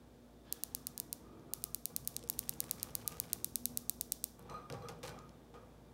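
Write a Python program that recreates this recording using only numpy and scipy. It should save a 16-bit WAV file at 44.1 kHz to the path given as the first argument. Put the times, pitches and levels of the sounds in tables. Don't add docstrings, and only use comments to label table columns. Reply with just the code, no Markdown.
import sys
import numpy as np
from scipy import signal
from scipy.fft import rfft, irfft
from scipy.io import wavfile

SR = 44100
rng = np.random.default_rng(int(sys.argv[2]) if len(sys.argv) > 2 else 0)


def boost(x):
    u = np.asarray(x, float) / 20
    return 10 ** u


def to_wav(s):
    ch = np.atleast_2d(s).T
    pcm = np.round(np.clip(ch, -1, 1) * 32767)
    wavfile.write(sys.argv[1], SR, pcm.astype(np.int16))


N = 261513
TIME_S = np.arange(N) / SR

# pitch_hz, level_db, t60_s; the lowest stays unheard
CAGE_BODY = [(135, -2, .12), (470, 0, 0.14), (500.6, -0.5, 0.1), (613, -10, 0.057), (801.4, -6.5, 0.17),
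             (887, -9, 0.083), (1040, -13, 0.05), (1145, -6.5, 0.12), (1442, -15, 0.17), (1640, -14, 0.054),
             (1990, -19, .07), (2338, -13.5, 0.07), (2780, -25, 0.17), (3300, -17, 0.063)][1:]
# pitch_hz, level_db, t60_s
LOOSE_WIRE = [(1234, 0.5, 0.19), (1201, -6.5, 0.29), (1256, -12, 0.16), (2446, -15, 0.15), (4020, -3, 0.14),
              (4100, -0.5, 0.16), (5903, -4.5, 0.1), (8340, -6, 0.06), (6040, -4, 0.11), (14200, -7, .06),
              (11200, -12, .06)]


def rms_one(x):
    return x / np.sqrt(np.mean(x ** 2) + 1e-20)


def in_time(rows):
    s, *columns = np.transpose(rows)
    return [np.interp(TIME_S, s, column) for column in columns]


def at_hz(points, hz):
    point_hz, value = np.transpose(points)
    return np.interp(np.log(hz + 1), np.log(point_hz), value)


def coloured(points):
    white = rfft(rng.standard_normal(N))
    hz = np.arange(len(white)) * SR / N
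    return rms_one(irfft(white * boost(at_hz(points, hz)), N))


def bandpass(x, order, low_hz, high_hz):
    return signal.sosfilt(signal.butter(order, [low_hz, high_hz], "band", fs=SR, output="sos"), x)


def ring(x, hz, t60):
    r = 10 ** (-3 / (t60 * SR))
    w = 2 * np.pi * hz / SR
    return signal.lfilter([0, np.sin(w)], [1, -2 * r * np.cos(w), r * r], x + 1e-18)


def shaken(modes):
    return sum(boost(db) * rms_one(ring(rng.standard_normal(N), hz, t60)) for hz, db, t60 in modes)


def add(track, s, sound):
    i = round(s * SR)
    track[i:i + len(sound)] += sound[:N - i]


def swells(rows, rise_s, fall_db_per_s, rest_db=-120):
    t = np.arange(0, N + 16, 16) / SR
    power = boost(rest_db) ** 2
    for s, db, hold_s in rows:
        rise = np.clip((t - s) / rise_s, 0, 1)
        fall_s = np.maximum(t - s - rise_s - hold_s, 0)
        power = power + (rise * boost(db - fall_db_per_s * fall_s)) ** 2
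    return np.interp(TIME_S, t, np.sqrt(power))


def held_tones(rows, rise_s, fall_db_per_s, rough):
    white, width_hz = rng.standard_normal(N), 32
    out = np.zeros(N)
    for s, db, hold_s, hz in rows:
        tone = np.sqrt(2) * np.sin(2 * np.pi * hz * TIME_S)
        tone += rough * rms_one(ring(white, hz, 2.2 / width_hz))
        out += swells([(s, db, hold_s)], rise_s, fall_db_per_s) * tone
    return out


def hum_line(hz, width_hz):
    return rms_one(ring(rng.standard_normal(N + SR), hz, 2.2 / width_hz)[SR:])


def background():
    # pitch_hz, level_db per Hz
    noise_floor = [(44, -40), (54, 1), (80, -10.5), (150, -15), (250, -4.5), (420, -8.5), (700, -15.5),
                   (1100, -25), (1500, -24.5), (2500, -33), (3500, -30), (8000, -34.5), (15780, -38.5)]
    # pitch_hz, level_db, width_hz; the first is a pure tone whose third column is sway_rad
    hum_lines = [(59.6, -80.5, 0.53), (467, -74, 7.9), (585, -81, 2.5), (689.4, -76.5, 16), (893, -86.5, 8),
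                 (3600, -86, 200)]
    # start_s, level_db, hold_s
    surges = [(.7, -59.5, 0.1), (2.28, -59.5, 0.095), (3.34, -60, .02), (3.49, -53.5, 0.12),
              (5.1, -63, .05)]
    # start_s, level_db, hold_s
    passes = [(.3, -59, 0.045), (.95, -59, 0.084), (1.15, -55.5, 0.2), (2.1, -53.5, 0.02),
              (2.55, -56, 0.13), (3.3, -54.5, 0.038), (3.9, -60, 0.038), (5.2, -60, 0.087)]
    rise_s, fall_db_per_s = 0.053, 27
    hum = sum(boost(db) * hum_line(hz, width_hz) for hz, db, width_hz in hum_lines[1:])
    labour = swells(surges, rise_s, fall_db_per_s, rest_db=-63)
    near = swells(passes, rise_s, fall_db_per_s, rest_db=-67)
    steady = 0.96 * np.sin(2 * np.pi * 239.5 * TIME_S) + 0.23 * hum_line(245.0, 19.0)
    hum += boost(-0.5) * labour * steady
    hum += boost(-8.5) * near * hum_line(320, 81)
    hz, db, sway_rad = hum_lines[0]
    sway = sway_rad * coloured([(1, -8), (3, -15.0), (8, -60.5)])
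    motor = np.sqrt(2) * boost(db) * np.sin(2 * np.pi * hz * TIME_S + sway)
    sway = 0.71 * coloured([(1, -12), (3, -10), (8, -60.5)])
    motor += np.sqrt(2) * boost(-66.5) * np.sin(2 * np.pi * 57.1 * TIME_S + sway)
    return motor + hum + boost(-65) * coloured(noise_floor)


def engine():
    # time_s, firing_hz, level_db
    speed = [(1.6, 55.9, -86), (2.1, 64.4, -72), (2.8, 72.7, -72), (3.3, 77.16, -68), (3.65, 79.7, -74),
             (4.05, 84.8, -75.5), (4.2, 75.9, -83), (4.4, 60.2, -82), (4.6, 57, -88)]
    # multiple of the firing rate, level_db, heard_from_s
    orders = [(1, 2, 1.2), (1.5, 1.5, 2.66), (3, 5.5, 3.8)]
    hz, db = in_time(speed)
    turn = 2 * np.pi * np.cumsum(hz) / SR
    out = np.zeros(N)
    for multiple, order_db, from_s in orders:
        fade_in = np.clip((TIME_S - from_s) / 0.14, 0, 1)
        out += boost(order_db) * fade_in * np.sqrt(2) * np.sin(multiple * turn)
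    return boost(db) * out


def air_modes():
    # start_s, level_db, hold_s, pitch_hz
    woken = [(.72, -65, .1, 264), (1.04, -64.5, 0.043, 297), (1.21, -64, 0.18, 329),
             (1.284, -67.5, 0.086, 380), (1.44, -64.5, 0.076, 381), (1.296, -69.5, 0.057, 437),
             (1.397, -74, 0.1, 520)]
    return held_tones(woken, rise_s=0.023, fall_db_per_s=150, rough=0)


def trembles():
    # start_s, level_db, hold_s, pitch_hz
    grips = [(4.497, -61, 0.027, 1150), (4.5, -64, .04, 1100), (4.541, -52.5, 0.046, 1236),
             (4.59, -61, .02, 1170), (4.63, -63, 0.047, 1220), (4.5, -64, 0.064, 990),
             (4.5, -65, 0.068, 872), (4.51, -65, 0.056, 673), (4.55, -60, 0.042, 480),
             (4.702, -51.5, 0.041, 510), (4.705, -61, 0.031, 468), (4.72, -62, 0.076, 802),
             (4.82, -58.5, .02, 1145), (4.86, -68, .04, 1236), (4.832, -54, 0.018, 468),
             (4.93, -59.5, 0.027, 480), (5.09, -57.5, 0.057, 140), (5.06, -62, .04, 800),
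             (5.545, -63, .03, 1236), (4.885, -64.5, 0.023, 1430), (4.72, -63, .06, 125),
             (4.84, -55, .02, 140), (4.51, -56, .02, 125), (4.89, -56.5, 0.02, 810),
             (5.036, -52, 0.031, 480), (5.6, -64, 0.027, 512), (5.08, -60.5, .02, 1500),
             (5.1, -70, .04, 2400), (5.175, -63.5, 0.043, 1240), (3.4, -67, 0.011, 1100),
             (3.105, -59, .008, 1200), (3.13, -66, 0.015, 1250), (2.238, -57.5, 0.0085, 470)]
    return held_tones(grips, rise_s=0.0017, fall_db_per_s=498, rough=0.46)


def squeaks():
    # start_s, level_db, pitch_hz, t60_s
    thin_wires = [
        (.44, -72.5, 1690, 0.51),
        (0.951, -68.5, 1715, 0.15),
        (0.961, -69.5, 963, 0.66),
    ]
    out, t = np.zeros(N), np.arange(SR // 2) / SR
    for s, db, hz, t60 in thin_wires:
        tone = np.sin(2 * np.pi * hz * t) + 0.31 * np.sin(4 * np.pi * hz * t)
        add(out, s, boost(db - 20 * t / t60) * np.minimum(t / 0.035, 1) * tone)
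    return out


def rustle():
    # start_s, level_db, hold_s
    straw = [
        (.43, -66, 0.12),
    ]
    # start_s, level_db, hold_s
    strokes = [
        (.455, -70.5, 0.08),
    ]
    # pitch_hz, level_db, t60_s
    stroked_wires = [(1650, 2, 0.06), (2700, -8, .04), (3260, 3, .025), (3480, 5, 0.033), (4270, -2, .03),
                     (4600, -2, .03), (5250, -2, .03)]
    rise_s = 0.036
    feathers = coloured([(900, -4), (1700, -7.5), (2300, -14.5), (3300, -10.5), (4500, -14.0),
                         (7000, -24), (12000, -55)])
    out = swells(straw, rise_s, fall_db_per_s=30) * feathers
    return out + swells(strokes, rise_s, fall_db_per_s=300) * rms_one(shaken(stroked_wires))


def perch():
    # pitch_hz, level_db per Hz
    rumble = [(60, -4.5), (110, 10.5), (160, 10), (250, 1.5), (350, -8), (600, -38)]
    # time_s, level_db
    fidget = [(0, -62.5), (.4, -64), (1.2, -58.5), (1.7, -58.5), (1.86, -65), (1.95, -57.5), (2.6, -56),
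              (3.1, -54), (3.6, -60), (3.85, -60.5), (4.3, -61), (5.3, -59), (5.93, -59.5)]
    # start_s, rattle_db, rumble_db, hold_s
    jolts = [(0.678, -67, -51, 0.034), (1.908, -73, -49, 0.052), (3.452, -79, -55, 0.042),
             (3.689, -58.5, -51, 0.044), (4.381, -54.5, -51, 0.025), (4.448, -53, -50.5, 0.037),
             (4.496, -48, -50.5, 0.055), (4.715, -44, -41.5, 0.024), (4.827, -50.5, -51, 0.023),
             (4.897, -48.5, -51, 0.016), (5.037, -46.5, -48, 0.076), (5.1, -53, -50.5, 0.067),
             (5.535, -51, -62, 0.015)]
    rise_s, fall_db_per_s = 0.0074, 104
    fidget_db, = in_time(fidget)
    rattle_jolts = swells([(s, db, hold_s) for s, db, _, hold_s in jolts], rise_s, fall_db_per_s)
    rumble_jolts = swells([(s, db, hold_s) for s, _, db, hold_s in jolts], rise_s, fall_db_per_s)
    rattle = rms_one(shaken(CAGE_BODY))
    rattle += 1.29 * coloured([(200, -39), (350, 1.0), (900, -3.0), (2000, -17.5), (3500, -22.0),
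                               (6000, -26.5), (10000, -53), (15700, -49)])
    low = np.hypot(boost(fidget_db + 4.5), rumble_jolts) * coloured(rumble)
    return boost(-8.5) * (low + np.hypot(boost(fidget_db), rattle_jolts) * rms_one(rattle))


def brushed_wire():
    # start_s, level_db, hold_s
    brushes = [(.76, -71, 0.12), (1.24, -66, 0.11), (1.49, -65.5, 0.21), (1.93, -74, 0.042),
               (2.62, -66.5, 0.17), (2.82, -67.5, 0.084), (3.05, -65, 0.11), (3.8, -71.5, 0.055),
               (4.49, -53, 0.055), (4.6, -65, 0.051), (4.73, -59, 0.033), (4.85, -56.5, 0.024),
               (5.09, -62, 0.081), (5.18, -61.5, 0.029), (5.54, -59, 0.022)]
    # start_s, level_db, hold_s
    buzzes = [
        (4.495, -66, 0.04),
        (4.54, -70, .04),
        (4.61, -77, .02),
        (4.75, -79, .04),
        (4.82, -68, 0.02),
        (4.855, -76, 0.022),
        (5.1, -73, .03),
    ]
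    rise_s = 0.0043
    damped = rms_one(shaken([(hz, db, 0.2 * t60) for hz, db, t60 in LOOSE_WIRE[:4]]))
    out = swells(brushes, rise_s, fall_db_per_s=111) * damped
    upper = np.zeros(N)
    for hz, db, t60 in LOOSE_WIRE[3:]:
        upper += boost(db) * rms_one(ring(shaken([(hz, 0, .15 * t60)]), hz, .12 * t60))
    return out + swells(buzzes, rise_s, fall_db_per_s=220) * rms_one(upper)


def grains(per_s):
    sizes = boost(4 * np.minimum(rng.exponential(1, N), 3.5)) * rng.choice([-1, 1], N) / 2.3
    catches = (rng.random(N) < per_s / SR) * sizes * np.sqrt(SR / per_s)
    catches = signal.sosfilt(signal.butter(8, 15700, fs=SR, output="sos"), catches)
    return bandpass(catches, 1, 900, 5500)


def claw_drags():
    # start_s, level_db, hold_s
    drags = [(3.01, -62, 0.0049), (3.115, -64, 0.0084), (3.235, -63, 0.007), (3.29, -73, 0.0063),
             (4.495, -67, 0.018), (4.73, -66, 0.018), (4.83, -84, 0.044), (4.885, -54, 0.0046),
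             (5.03, -49, 0.0055), (5.052, -54.5, 0.008), (5.075, -52, 0.006), (5.092, -59, .002),
             (5.12, -76, 0.044), (5.54, -72, 0.015)]
    # start_s, level_db, hold_s
    scrabble = [
        (2.083, -66, 0.62),
    ]
    out = swells(drags, rise_s=0.00045, fall_db_per_s=460, rest_db=-84) * grains(per_s=1600)
    scrabbling = swells(scrabble, rise_s=0.673, fall_db_per_s=160)
    out += scrabbling * grains(per_s=300)
    bumps = scrabbling * grains(per_s=120)
    return out + boost(-23.5) * sum(boost(db) * ring(bumps, hz, 0.2 * t60) for hz, db, t60 in CAGE_BODY)


def shuffle():
    return perch() + boost(-3.5) * brushed_wire() + boost(6.5) * claw_drags() + rustle()


def knocks():
    # start_s, peak_db, wire_ring_db, upper_wire_db
    hops = [(1.9, -52, -15, -30), (2.24, -58.5, -32, -28), (2.64, -50, -35, -30), (3.055, -60, 7, -24),
            (3.12, -54.5, 0, -33), (4.39, -55, -8, -15), (4.495, -52, 2, -10), (4.541, -45.5, 0.5, -17),
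            (4.701, -37.5, -25, -27), (4.724, -47, -14, -27), (4.737, -47, -12, -24), (4.82, -50, 1, -22),
            (4.845, -47, -16, -22), (4.888, -44, -18, -28), (5.033, -40.5, -8, -26),
            (5.055, -46.5, -5, -28), (5.078, -44, -12, -30), (5.177, -57, -2, -32), (5.541, -52, 0, -26)]
    # pitch_hz, level_db, t60_s
    stand = [(118.2, -6, 0.3), (157, -12, 0.16), (139.5, -5.5, 0.24)]
    out, t = np.zeros(N), np.arange(900) / SR
    modes = [(mode, 0) for mode in CAGE_BODY + stand]
    modes += [(mode, 2 if mode[0] > 3000 else 1) for mode in LOOSE_WIRE]
    chance = rng.standard_normal((len(hops), len(modes), len(t) + 1))
    for k, ((hz, mode_db, t60), part) in enumerate(modes):
        push = np.zeros(N)
        for (s, db, wire_db, upper_db), noise in zip(hops, chance):
            rough = noise[k, 1:] * np.exp(-t / .005)
            reach = np.abs(rough @ np.exp(-2j * np.pi * hz * t)) + 2
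            level_db = db + mode_db + (0, wire_db, upper_db)[part] + 2.5 * noise[k, 0] - 6
            add(push, s, boost(level_db) * rough / reach)
        out += ring(push, hz, t60)
    return out


def ticks():
    # start_s, peak_db, pitch_hz
    claw_ticks = [(2.227, -41.5, 4620), (2.2373, -38, 7060), (2.3268, -39, 7930), (2.335, -42, 8000),
                  (2.4286, -44, 3150), (2.4367, -46, 5900), (2.5366, -38.5, 6660), (2.6396, -35.5, 5570),
                  (2.6823, -53, 12100), (2.797, -37, 5100), (2.9053, -47, 6750), (3.0136, -51, 3640),
                  (3.1188, -40, 6030), (3.1682, -48, 8510), (3.294, -54, 2480), (4.3925, -45.5, 11300),
                  (4.497, -42, 3120), (4.6994, -33.5, 3300), (4.7236, -36, 4500), (4.8851, -34, 5560),
                  (5.03, -38.5, 2650), (5.0791, -35.5, 4020), (5.092, -40, 4800), (4.7, -46, 7200),
                  (4.886, -42, 2250), (5.068, -49, 3980), (5.031, -40, 4500), (5.048, -52, 6850),
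                  (4.739, -45, 4000), (4.54, -53, 4970), (5.1884, -42, 4260), (5.292, -48.5, 4380),
                  (5.54, -51, 2800),
                  (1.395, -53, 6000), (1.6205, -46, 7000), (2.048, -40, 7000), (2.142, -44, 6000),
                 (2.2749, -43.5, 6000), (2.2876, -38, 8000), (2.3864, -39, 6000), (2.478, -48, 5000),
                 (2.6931, -43, 7000), (3.057, -60, 5000), (4.989, -60, 13500), (5.1594, -63, 13400),
                 (5.2629, -65, 13000),
                  (2.1912, -42, 5720), (2.3785, -52, 2600), (2.4879, -41, 2820), (2.525, -45, 1720),
                 (2.6925, -43, 2100), (2.786, -52, 5360), (2.8947, -49, 2470), (3.0056, -56, 5000),
                 (3.051, -56, 1915), (3.0615, -49, 8000), (3.123, -40, 3000), (3.1691, -68, 1800),
                 (3.24, -51, 2500), (3.298, -47, 6000), (3.392, -64, 11990), (3.299, -45, 1900),
                 (3.107, -45, 2500), (3.0, -54, 5000), (2.63, -49, 1500), (2.683, -48, 2000),
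                 (2.337, -46, 4500), (2.438, -55, 2500), (3.255, -54, 3000), (3.35, -52, 2200),
                 (4.75, -52, 2800), (4.744, -50, 2300), (4.822, -52, 3000), (4.9, -52, 5000),
                 (4.925, -56, 2600), (5.043, -46, 1500), (5.083, -42, 1500), (5.105, -54, 4000),
                 (5.118, -53, 2500), (4.425, -53, 8000), (4.918, -57, 7000), (5.036, -46, 4000),
                 (5.056, -47, 4000), (5.062, -45, 8000), (5.074, -39, 4940), (5.085, -44, 9000),
                 (5.221, -60, 11000), (5.546, -59, 5000)]
    out, ms = np.zeros(N), np.arange(400) / SR * 1000
    for s, db, hz in claw_ticks:
        puff = rng.standard_normal(len(ms)) * np.exp(-ms / .9)
        band = bandpass(puff, 2, hz / 1.9, min(hz * 1.9, 15700))
        add(out, s + .001, boost(db - 1) * band / np.abs(band).max())
    return out


def raps():
    # start_s, peak_db, top_db above 9 kHz
    short_run = [
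        (0.5243, -9, 1),
        (0.635, -9.5, 0.5),
        (0.7481, -9, 0.5),
        (0.8684, -11, 0.5),
        (0.977, -15, -0.5),
        (0.9991, -11.5, 1.5),
        (1.1276, -10.5, 0.5),
    ]
    # start_s, peak_db, top_db above 9 kHz
    long_run = [(1.5352, -8.5, 2), (1.6388, -9, 2.5), (1.7453, -11, 2.5), (1.855, -9.5, 2.5),
                (1.9629, -8, 2), (2.0742, -7.5, 3), (2.1643, -10.5, -6.5), (2.2983, -8, 3.5),
                (2.3906, -7, 2.5), (2.4924, -9, 3), (2.603, -8, 2.5), (2.7104, -7, 2.5), (2.829, -8.5, 2),
                (2.9516, -8.5, 2.5), (3.0763, -6.5, 2), (3.1993, -8.5, 3), (3.3306, -6.5, 2),
                (3.4438, -7, 1.5), (3.5559, -6.5, 2), (3.6549, -6, 1.5), (3.7726, -6.5, 1.5),
                (3.8947, -7.5, 2), (4.0099, -8, 1.5), (4.12, -5.5, 0), (4.24, -7.5, 1.5)]
    # pitch_hz, level_db
    rap_colour = [(600, -74), (1500, -21), (2350, -20), (3000, -14.5), (4000, -4), (5500, -4), (6600, -3.5),
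                  (7300, -8.5), (8300, 2), (9700, 2), (10800, -4), (11800, 1.5), (13500, -1.5),
                  (14700, -1.5), (15400, -4.5)]
    # pitch_hz, level_db
    rap_top = [(15400, 0), (16000, -4), (16450, -6), (16800, -34), (17100, -42), (17400, -70)]
    # pitch_hz, level_db
    radiated = [(800, -36), (2000, -14), (3500, -6), (6000, -4), (9000, -5.5), (13000, -6), (15200, -5)]
    # lag_ms, signed share
    cage_parts = [(.335, .17), (.65, -.1), (.78, .1), (1.0, -.08), (1.14, .08), (1.39, -.12), (1.53, .09),
                  (1.99, .07)]
    # time_s, close face share, mirror share, gleam_db of a wire near 8 kHz
    bird_place = [(.5, 0.3, 0.22, -11), (1.2, 0.18, 0.28, -8), (1.8, 0.15, 0.31, -2.5),
                  (2.6, 0.14, 0.33, -1.5), (3.3, 0.1, 0.42, 0.5), (4.3, 0.2, 0.45, 4.5)]
    # time_s, lag_ms
    mirror_way = [(.5, .477), (1.2, .487), (1.86, .502), (2.1, .522), (2.6, .525), (2.9, .514), (3.2, .516),
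                  (3.44, .55), (3.7, .543), (4.3, .545)]
    out, bare, size = np.zeros(N), np.zeros(N), 512
    hz = np.arange(size // 2 + 1) * SR / size
    ms = np.arange(size) / SR * 1000

    def late(lag_ms):
        return np.exp(-2j * np.pi * hz * lag_ms / 1000)

    wires = rng.standard_normal(size)
    dying = np.exp(-ms / 1.3) * (ms > .25)
    fade_out = np.sin(np.clip((11.5 - ms) / 6, 0, 1) * np.pi / 2) ** 2
    onset = np.clip((ms - .75) / .3, 0, 1) ** 2 * fade_out
    flexing = np.exp(-2j * np.pi * 65e-6 * np.maximum(hz - 5600, 0))
    thin = 1.15 * hz / np.hypot(hz, 5000)
    treble = np.clip(np.log2((hz + 1) / 6500), 0, 1)
    gleam = np.exp(-((hz - 8000) / 380) ** 2)
    place_s, *place = np.transpose(bird_place)
    for s, db, top_db in short_run + long_run:
        close, mirror, gleam_db = (np.interp(s, place_s, column) for column in place)
        mirror_ms = np.interp(s, *np.transpose(mirror_way))
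        mirror_jitter, time_jitter = rng.standard_normal(2)
        scatter = .016 * wires + .045 * rng.standard_normal(size)
        paths = 1 + close * late(.14)
        paths += mirror * late(mirror_ms - .065 + .003 * mirror_jitter) * flexing
        paths += thin * sum(share * late(lag_ms + mirror_ms - .55) for lag_ms, share in cage_parts)
        paths += thin * rfft(scatter * dying)
        pulse_db = at_hz(rap_colour, hz) + at_hz(rap_top, hz) + top_db * treble + gleam_db * gleam
        pulse = boost(pulse_db) * np.exp(1.82j)
        direct = pulse * late(1.2 + .01 * time_jitter)
        crack = onset * irfft(direct * paths)
        add(out, s, boost(db - 5.0) * crack / np.abs(crack).max())
        sent = boost(at_hz(radiated, hz) + top_db * (hz > 9000)) * late(1.09)
        add(bare, s, boost(db - 5.5) * irfft(sent) * 2)
    return out, bare


def room(x, wet_db):
    # lag_ms, level_db
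    wall_echoes = [(8.3, -35), (10.4, -32), (12.5, -36), (17.2, -37)]
    # pitch_hz, t60_s
    room_decay = [(300, 0.36), (2000, 0.16), (6000, 0.48), (15000, 0.3)]
    t, tail = np.arange(int(.7 * SR)) / SR, 0
    band_hz = 150 * 2 ** np.arange(0, 7.1, .5)
    for low, high in zip(band_hz, band_hz[1:]):
        band = bandpass(rng.standard_normal(len(t)), 2, low, high)
        tail = tail + band * boost(-60 * t / at_hz(room_decay, np.sqrt(low * high)))
    tail = boost(wet_db) * tail * np.clip((t - .001) / .01, 0, 1)
    for ms, db in wall_echoes:
        add(tail, ms / 1000, [boost(db)])
    return signal.fftconvolve(x, tail)[:N]


def scene():
    sharp, bare = raps()
    dull = ticks() + knocks()
    rest = room(bare, wet_db=-42.0) + dull + room(dull, wet_db=-42.5)
    rest += shuffle() + squeaks() + air_modes() + trembles() + engine() + background()
    spectrum = rfft(rest)
    hz = np.arange(len(spectrum)) * SR / N
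    rest = irfft(spectrum * np.clip((15830 - hz) / 60, 0, 1), N)
    return (sharp + rest)[None]


def band_limit(x):
    return signal.sosfilt(signal.butter(12, 17200, fs=SR, output="sos"), x)


def record(dry):
    bass = signal.butter(6, 47, "high", fs=SR, output="sos")
    top = signal.cheby2(16, 35, 17350, fs=SR, output="sos")
    mix = signal.sosfiltfilt(top, signal.sosfilt(bass, dry))
    return band_limit(mix)


dry = scene()
out = record(dry)
to_wav(out)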